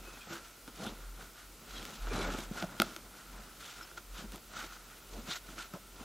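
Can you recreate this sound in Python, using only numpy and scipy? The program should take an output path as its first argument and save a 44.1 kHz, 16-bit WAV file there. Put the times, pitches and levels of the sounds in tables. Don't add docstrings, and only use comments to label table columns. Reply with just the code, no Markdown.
import sys
import numpy as np
from scipy import signal
from scipy.fft import rfft, irfft, next_fast_len
from scipy.io import wavfile
from scipy.ndimage import uniform_filter1d

SR = 44100
rng = np.random.default_rng(int(sys.argv[2]) if len(sys.argv) > 2 else 0)


def waveform_to_disk(signal):
    frames = np.transpose(np.atleast_2d(signal))
    scaled = np.clip(frames, -1, 1) * 32767
    samples = np.round(scaled).astype(np.int16)
    wavfile.write(sys.argv[1], SR, samples)


def ratio_of_db(decibels):
    return 10 ** (np.asarray(decibels, float) / 20)


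N = 266501
TIME_S = np.arange(N) / SR
HIT_S = TIME_S[:SR // 10]
SHELL_HZ, SHELL_WIDTH_HZ, SHELL_DB = 1386, 192, 1.5


def evened(x):
    return x / np.sqrt(np.mean(x ** 2) + 1e-20)


def read(points, hz):
    f, value = np.transpose(points)
    return np.interp(np.log(hz + 1), np.log(f + 1), value)


def add(mix, s, sound):
    part = mix[round(s * SR):][:len(sound)]
    part += sound[:len(part)]


def coloured(x, points):
    size = next_fast_len(N)
    gain = ratio_of_db(read(points, np.fft.rfftfreq(size, 1 / SR)))
    return evened(irfft(rfft(x, size) * gain, size)[:N])


def resonate(x, hz, width_hz):
    turn = np.exp(2j * np.pi * np.cumsum(hz * np.ones(len(x))) / SR)
    r = np.exp(-np.pi * width_hz / SR)
    return 2 * (turn * signal.lfilter([1 - r], [1, -r], x / turn)).real


def ring(hz, t60_s):
    return np.sin(2 * np.pi * hz * HIT_S) * ratio_of_db(-60 * HIT_S / t60_s)


def effort(peak_s, length_s, db, rise):
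    at_s = np.arange(0, N + 128, 128)[:, None] / SR
    u = (at_s - peak_s) / length_s
    gain = ratio_of_db(db - 8 * abs(np.where(u < 0, u / rise, u)) ** 1.35)
    return np.interp(TIME_S, at_s[:, 0], np.sqrt((gain ** 2).sum(axis=1)))


def room(x):
    # f/Hz, t60/s
    decay = [(150, 0.36), (500, 0.36), (2000, 0.098), (6000, 0.29), (12000, 0.028)]
    taps = np.zeros(SR // 2)
    at = np.arange(200, len(taps) - 20, 20)
    taps[at + rng.integers(0, 20, len(at))] = rng.choice([-1., 1.], len(at))
    hz, t, z = signal.stft(taps, SR, nperseg=128)
    tail = signal.istft(z * ratio_of_db(-60 * t / read(decay, hz)[:, None]), SR, nperseg=128)[1]
    return signal.fftconvolve(x, tail / np.linalg.norm(tail))[:N]


def air():
    # f/Hz, level/dB
    spectrum = [(25, -22), (55, -6), (114, -10.5), (331, -10), (758, -15.5), (1180, -16.5), (1330, -8.5),
                (1470, -12.5), (1640, -20), (1860, -17), (7860, -19.5), (15000, -21), (16500, -30.5)]
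    return ratio_of_db(-56) * coloured(rng.standard_normal(N), spectrum)


def planks():
    # peak t/s, length/s, level/dB, f/Hz
    shifts = [(.005, 0.17, -52, 43), (.44, 0.11, -61, 41.8), (0.646, 0.029, -57.5, 43.6),
              (0.755, .06, -56, 45.9), (.92, 0.055, -51, 40.5), (1.08, 0.13, -45, 42.7),
              (1.49, 0.092, -55, 43.8), (1.738, 0.065, -49, 46.7), (1.807, .05, -50, 40),
              (2.032, 0.032, -38, 40.7), (2.085, 0.066, -36.5, 41.2), (2.17, .07, -43.5, 42.1),
              (2.277, 0.093, -39.5, 40.9), (2.48, .08, -47.5, 41.7), (2.67, .05, -54, 41.2),
              (2.826, 0.1, -55, 42.3), (3.06, 0.072, -56, 44), (3.354, 0.1, -49, 44.1),
              (3.59, .1, -61, 44.9), (3.8, .07, -58, 43.5), (3.97, 0.14, -60, 44.5),
              (4.129, 0.064, -45.5, 43.3), (4.291, 0.063, -46.5, 45.9), (4.487, 0.049, -57, 44.3),
              (4.646, 0.12, -55, 42.5), (4.844, 0.24, -59.5, 42.5), (5.162, 0.068, -45, 43.3),
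              (5.5, .17, -54, 43.5), (5.95, 0.17, -56, 44.8)]
    s, length_s, db, hz = np.transpose(shifts)
    phase = 2 * np.pi * np.cumsum(np.interp(TIME_S, s, hz)) / SR
    return np.sqrt(2) * effort(s, length_s, db, rise=0.75) * np.sin(phase)


def knocks():
    # t/s, peak level/dB, f/Hz, t60/s
    pushes = [(0.077, -48, 308, 0.079), (0.301, -45, 337, 0.34), (0.676, -30.5, 274, 0.021),
              (0.8, -44, 175, 0.1), (0.834, -42, 213, 0.055), (0.864, -31, 220, 0.05),
              (1.739, -48, 302.3, 0.074), (2.109, -37, 233, 0.093), (2.266, -32, 250, 0.044),
              (2.509, -22.5, 201, 0.03), (2.626, -26.5, 190, 0.046), (2.637, -27, 179, 0.05),
              (2.7968, -20, 228, 0.043), (2.818, -33, 250, 0.065), (4.184, -38, 194, 0.043),
              (4.239, -34.5, 210, 0.056), (4.33, -37.5, 201, 0.065), (5.18, -36, 232, 0.081),
              (5.276, -39, 171, 0.094), (5.484, -37, 174.4, 0.031), (5.734, -32, 182.7, 0.065),
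              (6.005, -37.5, 236, 0.046)]
    out = np.zeros(N)
    rise = 1 - np.exp(-HIT_S / 0.0019)
    for s, db, hz, t60_s in pushes:
        modes = ring(hz, t60_s) + 0.28 * ring(1.57 * hz, 0.84 * t60_s) + 0.13 * ring(3.32 * hz, 0.79 * t60_s)
        add(out, s + 0.00284, ratio_of_db(db + 0.5) * rise * modes)
    return signal.lfilter(*signal.butter(2, 120, "highpass", fs=SR), out)


def singing():
    # t/s, length/s, f/Hz, width/Hz, level/dB
    whistles = [(.075, .065, 2550, 110, -60), (.15, .065, 2570, 110, -60), (5.6, .035, 1430, 250, -49),
                (5.76, .03, 550, 450, -49), (5.16, .05, 480, 350, -52), (.115, .02, 3400, 180, -65),
                (0.176, 0.013, 3350, 250, -62), (0.198, 0.045, 4250, 200, -66),
                (1.82, .012, 3300, 300, -52), (.86, .04, 780, 300, -49), (.33, .05, 150, 40, -50),
                (2.121, 0.024, 420, 200, -43), (2.2, .03, 400, 150, -41), (2.275, 0.021, 563, 200, -45),
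                (2.117, 0.028, 2350, 200, -50), (4.175, .03, 3670, 400, -57), (4.575, .04, 1420, 200, -50),
                (.878, 0.035, 3400, 800, -48), (1.769, 0.036, 3250, 300, -52),
                (1.776, 0.031, 3950, 300, -49.5), (2.166, 0.04, 3950, 140.4, -50.5),
                (2.168, 0.04, 545, 150, -43), (2.226, 0.06, 2270, 220, -49),
                (2.219, 0.041, 3970, 139.3, -48), (2.4, 0.018, 3730, 400, -56),
                (2.582, .018, 660, 180, -47), (2.64, 0.028, 665, 160, -44.5), (3.355, 0.04, 990, 600, -57),
                (3.664, 0.079, 3395, 496, -59), (3.834, .025, 5280, 300, -54),
                (5.318, 0.035, 3770, 1123, -40)]
    # t/s, length/s, start f/Hz, end f/Hz, level/dB
    slides = [
        (.225, 0.032, 2600, 2300, -58),
        (2.415, .035, 3950, 3600, -58.5),
        (2.24, 0.056, 3250, 3700, -53),
        (0.23, .03, 3100, 3550, -59),
        (2.22, 0.024, 4500, 3800, -62),
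        (2.635, .025, 1550, 1380, -45),
        (2.3, .03, 1240, 1400, -50),
    ]
    out = np.zeros(N)
    rows = [(s, length_s, hz, hz, width_hz, db) for s, length_s, hz, width_hz, db in whistles]
    rows += [(s, length_s, hz, end_hz, 130, db) for s, length_s, hz, end_hz, db in slides]
    lead = 2000
    for s, length_s, hz, end_hz, width_hz, db in rows:
        z = rng.standard_normal(SR // 2)
        size = int(2 * length_s * SR)
        pitch_hz = np.interp(np.arange(len(z)), [lead, lead + size], [hz, end_hz])
        tone = resonate(resonate(z, pitch_hz, width_hz), pitch_hz, width_hz)
        tone = evened(tone / abs(signal.hilbert(tone)) ** 0.1)[lead:][:size]
        add(out, max(s - length_s, 0), ratio_of_db(db) * tone * np.hanning(len(tone)))
    return out


def ticks():
    # t/s, peak level/dB, steel spit level/dB,
    # wood level/dB, shell level/dB
    blade_ticks = [(0.6772, -39.5, 0, -8, 3), (0.866, -33, -3, -11, 4), (1.707, -40, -2, -17, 2),
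                   (1.768, -39, -12, -16, -12), (1.8277, -31, -4, -16, -8), (1.9057, -36, -3, -13, -19),
                   (2.07, -35, -17, -10, 6), (2.388, -33.5, 0, -4, -3), (4.359, -35, -2, -20, -7),
                   (4.6434, -32.5, -16, -12.5, -11), (5.2914, -39, -15, -12, -2), (5.3118, -33, -13, -17, 3),
                   (5.367, -33, -18, -23, -14), (5.7371, -40.5, 3, -14, 7.5), (5.7417, -46, -9, -12, -8),
                   (2.79975, -8, -15, -15, -8),
        (2.8182, -16.5, 0, -8, 3),
        (2.8197, -14, -9, -13, -6),
        (1.8526, -28, -2, -21, -19),
        (2.6246, -24.5, -15, -5, -8),
        (2.9632, -27, -5, -15, -6),
        (4.3203, -35, 1, -19, -15),
    ]
    # t/s, peak level/dB
    slips = [(2.574, -33), (3.6065, -41), (3.685, -43), (3.729, -46), (3.8107, -35), (3.826, -42),
             (3.914, -39), (3.9756, -34), (3.9806, -37.5), (4.566, -34), (5.488, -40), (5.581, -32)]
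    # t/s, peak level/dB
    rattles = [
        (2.7967, -36),
        (2.8042, -35),
        (2.8105, -37),
        (2.829, -33),
        (4.335, -41),
        (4.379, -38),
        (3.611, -37),
        (3.728, -42),
        (5.295, -33),
    ]
    # f/Hz, level/dB, t60/s
    board = [(221, -26, 0.066), (343, -1, 0.055), (659, 4, 0.015), (830, -4.5, 0.029), (2110, -0.5, 0.0067),
             (2900, -4, 0.0061), (3730, -10, 0.012)]
    out = np.zeros(N)
    steel = signal.butter(2, [6500, 14000], "bandpass", fs=SR)
    u = (HIT_S - .0003) * 2 * np.pi * 3900
    crack = -1.6 * np.sin(.76 * u) * np.exp(-u ** 2 / np.where(u < 0, 5, 11))
    body_rise = 1 - np.exp(-HIT_S / 0.00056)
    hits = [(s, db, -2, *mix_db) for s, db, *mix_db in blade_ticks]
    hits += [(s, db, -13, -17, -13.5, 2.5) for s, db in slips]
    hits += [(s, db, -2, -18, -25, -20) for s, db in rattles]
    for s, db, crack_db, spit_db, wood_db, shell_db in hits:
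        z = rng.standard_normal(len(HIT_S))
        spit = 0.89 * signal.lfilter(*steel, z * ratio_of_db(spit_db - 60 * HIT_S / 0.0045))
        wood = sum(ratio_of_db(level_db) * ring(hz * (1 + 0.0063 * detune), t60_s)
                   for (hz, level_db, t60_s), detune in zip(board, z))
        shell = ring(SHELL_HZ * (1 + 0.026 * z[-1]), 0.014)
        body = ratio_of_db(wood_db) * wood + ratio_of_db(shell_db) * shell
        add(out, s + .0004, ratio_of_db(db) * (ratio_of_db(crack_db) * crack + spit + body * body_rise))
    return out


def fibres(per_s, spread_db, clump_db, clump_size):
    size = ratio_of_db(spread_db * np.minimum(rng.exponential(1, N), 4))
    size = size * (rng.random(N) < per_s / SR)
    clumps = uniform_filter1d(rng.standard_normal(N), clump_size)
    clumps = evened(uniform_filter1d(clumps, clump_size))
    return size * rng.choice([-1., 1.], N) * ratio_of_db(clump_db * clumps)


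def strokes():
    # peak t/s, length/s, effort level/dB, edge
    # bite level/dB
    rubs = [(0.333, 0.046, -42.5, -4), (0.84, 0.078, -49.5, -0.5), (1.219, 0.048, -51.5, -4.5),
            (1.394, 0.054, -54.5, -3), (1.76, 0.085, -52.5, 0.5), (1.88, 0.19, -53, -0.5),
            (2.07, 0.065, -58, -4), (2.145, 0.055, -45.5, -7.5), (2.202, 0.13, -41.5, -4.5),
            (2.313, 0.1, -44.5, -5.5), (2.393, 0.045, -55, 8.5), (2.59, 0.055, -43.5, -3),
            (2.693, 0.044, -50, -15), (2.847, 0.12, -50, -2.5), (3.803, 0.095, -53.5, -2),
            (4.186, 0.05, -49, 0), (4.595, 0.067, -45, -2.5), (4.74, 0.048, -50.5, -3),
            (5.314, 0.04, -44, 2), (5.349, 0.017, -51, -0.5), (5.364, 0.013, -45, 1.5),
            (5.588, 0.015, -49, 0), (5.612, 0.03, -48, 0), (5.65, .025, -55, 0),
            (.15, 0.23, -56, -3), (.46, 0.042, -56, -1), (.684, 0.012, -56, -1), (.76, 0.018, -64, -1),
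             (1.01, 0.097, -57.5, -7), (3.19, 0.083, -56.5, -3), (3.4, 0.17, -56, -5.5),
             (3.618, 0.023, -55, 2.5), (3.675, 0.077, -53.5, 2.5), (3.91, 0.032, -66, 1),
             (3.98, 0.012, -47, -3.5), (4.341, 0.031, -55, 1.5), (4.92, 0.11, -57, -3.5),
             (5.17, 0.11, -58.5, 2), (5.499, 0.079, -59, 2), (5.745, 0.024, -54.5, -2.5),
             (6.03, 0.086, -56, 0)]
    # peak t/s, length/s, level/dB
    presses = [(0.077, 0.11, -53), (0.327, 0.067, -48.5), (.692, 0.033, -55), (0.815, 0.023, -42.5),
               (0.852, 0.054, -40), (0.937, 0.16, -56), (1.206, 0.067, -53), (1.79, 0.064, -55),
               (1.86, 0.24, -51), (2.152, 0.051, -39), (2.213, 0.13, -39.5), (2.33, 0.11, -41),
               (2.56, .04, -47), (2.69, 0.19, -49.5), (2.83, 0.091, -51), (3.09, 0.2, -59),
               (3.385, 0.13, -53.5), (3.654, 0.15, -60.5), (3.789, 0.024, -56), (3.973, 0.038, -59),
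               (4.218, 0.055, -49), (4.35, 0.031, -47.5), (4.546, .04, -49), (4.633, 0.059, -52),
               (4.938, 0.15, -64), (5.165, 0.07, -47.5), (5.29, 0.047, -48), (5.536, 0.096, -54),
               (5.752, 0.022, -47), (6.04, 0.096, -50.5)]
    # f/Hz, level/dB per Hz
    drag_spectrum = [(300, -35), (700, -3), (1000, -5), (1400, 0.5), (2000, -7), (3000, -11.5),
                     (6000, -30.5)]
    hiss_spectrum = [(1000, -63), (1700, -7.5), (3100, -4), (3810, -4), (4910, -7), (6560, -7), (8860, -14),
                     (14700, -19.5), (16000, -48)]
    rumble_spectrum = [(35, -28), (60, -9), (70, -12), (98, -4.5), (129, -6.5), (226, -0.5), (278, -5.5),
                       (511, -8), (1100, -12.5), (1430, -25.5), (2420, -120)]
    s, length_s, db, bite_db = np.transpose(rubs)
    drag = coloured(fibres(6000, spread_db=2.4, clump_db=1.7, clump_size=200), drag_spectrum)
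    hiss = coloured(fibres(12000, spread_db=-0.5, clump_db=2.0, clump_size=250), hiss_spectrum)
    rumble = coloured(fibres(2500, spread_db=2.6, clump_db=2.2, clump_size=400), rumble_spectrum)
    drag = drag * effort(s, length_s, db - 4.5, rise=0.83)
    hiss = hiss * effort(s, length_s, db + bite_db - 0.3, rise=0.83)
    rumble = rumble * ratio_of_db(-2.5) * effort(*np.transpose(presses), rise=0.8)
    return drag + hiss + rumble


def scene():
    hits = ticks() + knocks()
    rub = strokes()
    rub = rub + ratio_of_db(SHELL_DB) * resonate(rub, SHELL_HZ, SHELL_WIDTH_HZ)
    mono = rub + singing() + hits + ratio_of_db(-18.5) * room(hits) + planks() + air()
    return np.array([mono, mono])


def blocks(frames, hold, spread):
    z = rng.standard_normal((frames, 32))
    z = z + hold * np.roll(z, 1, axis=0) + spread * np.roll(z, 1, axis=1)
    return np.repeat(evened(z), 32, axis=1)


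def switch(x):
    return .5 + .5 * np.tanh(12 * x)


def band_limit(x):
    return signal.sosfilt(signal.butter(12, 16660, fs=SR, output="sos"), x)


def record(dry):
    # f/Hz, level/dB
    apart_spectrum = [(60, -31), (300, -20.5), (1000, -22), (4000, -16), (8000, -13), (8500, -5.5),
                      (15000, -5)]
    edge_bin, thin_bin, lead = 734, 384, 76
    n, k = np.arange(2048) + .5, np.arange(1024) + .5
    window = np.sin(np.pi * n / 2048)[:, None]
    basis = window * np.cos(np.pi / 1024 * np.outer(n + 512, k)) / np.sqrt(512)
    halves = np.pad(dry[0], (1024 + lead, 2048 - (N + lead) % 1024)).reshape(-1, 1024)
    frames = np.hstack([halves[:-1], halves[1:]])
    z = frames @ basis

    slope = np.diff(frames, axis=1) ** 2
    steady = switch(1 - slope.max(1) / slope.mean(1) / 130)[:, None]
    busy_db = 10 * np.log10((z[:, 30:thin_bin] ** 2).sum(1, keepdims=True) + 1e-12)
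    busy = np.minimum((busy_db - np.median(busy_db)) / 12, 1.1)
    treble = k > thin_bin
    lost = treble * switch(blocks(len(z), .45, .4) + busy - .95)
    apart = switch(blocks(len(z), 0.73, 0.61) + np.where(treble, 1.26 * busy - .3, .6))
    apart = apart * (0.29 + 0.8 * steady)

    z = z * (k < edge_bin)
    grain = rng.choice([-2.5, -0.5, -0.5, 1.5, 0, -1, 0.5, 2.0], z.shape)
    side = z * grain * ratio_of_db(-4 * busy * ~treble) * apart * ratio_of_db(read(apart_spectrum, k * SR / 2048))
    mid = z * (1 - lost * steady)
    mid, side = (v @ basis.T for v in (mid, side))
    mid, side = ((v[1:, :1024] + v[:-1, 1024:]).ravel()[lead:][:N] for v in (mid, side))
    return band_limit(np.array([mid + side, mid - side]))


dry = scene()
out = record(dry)
waveform_to_disk(out)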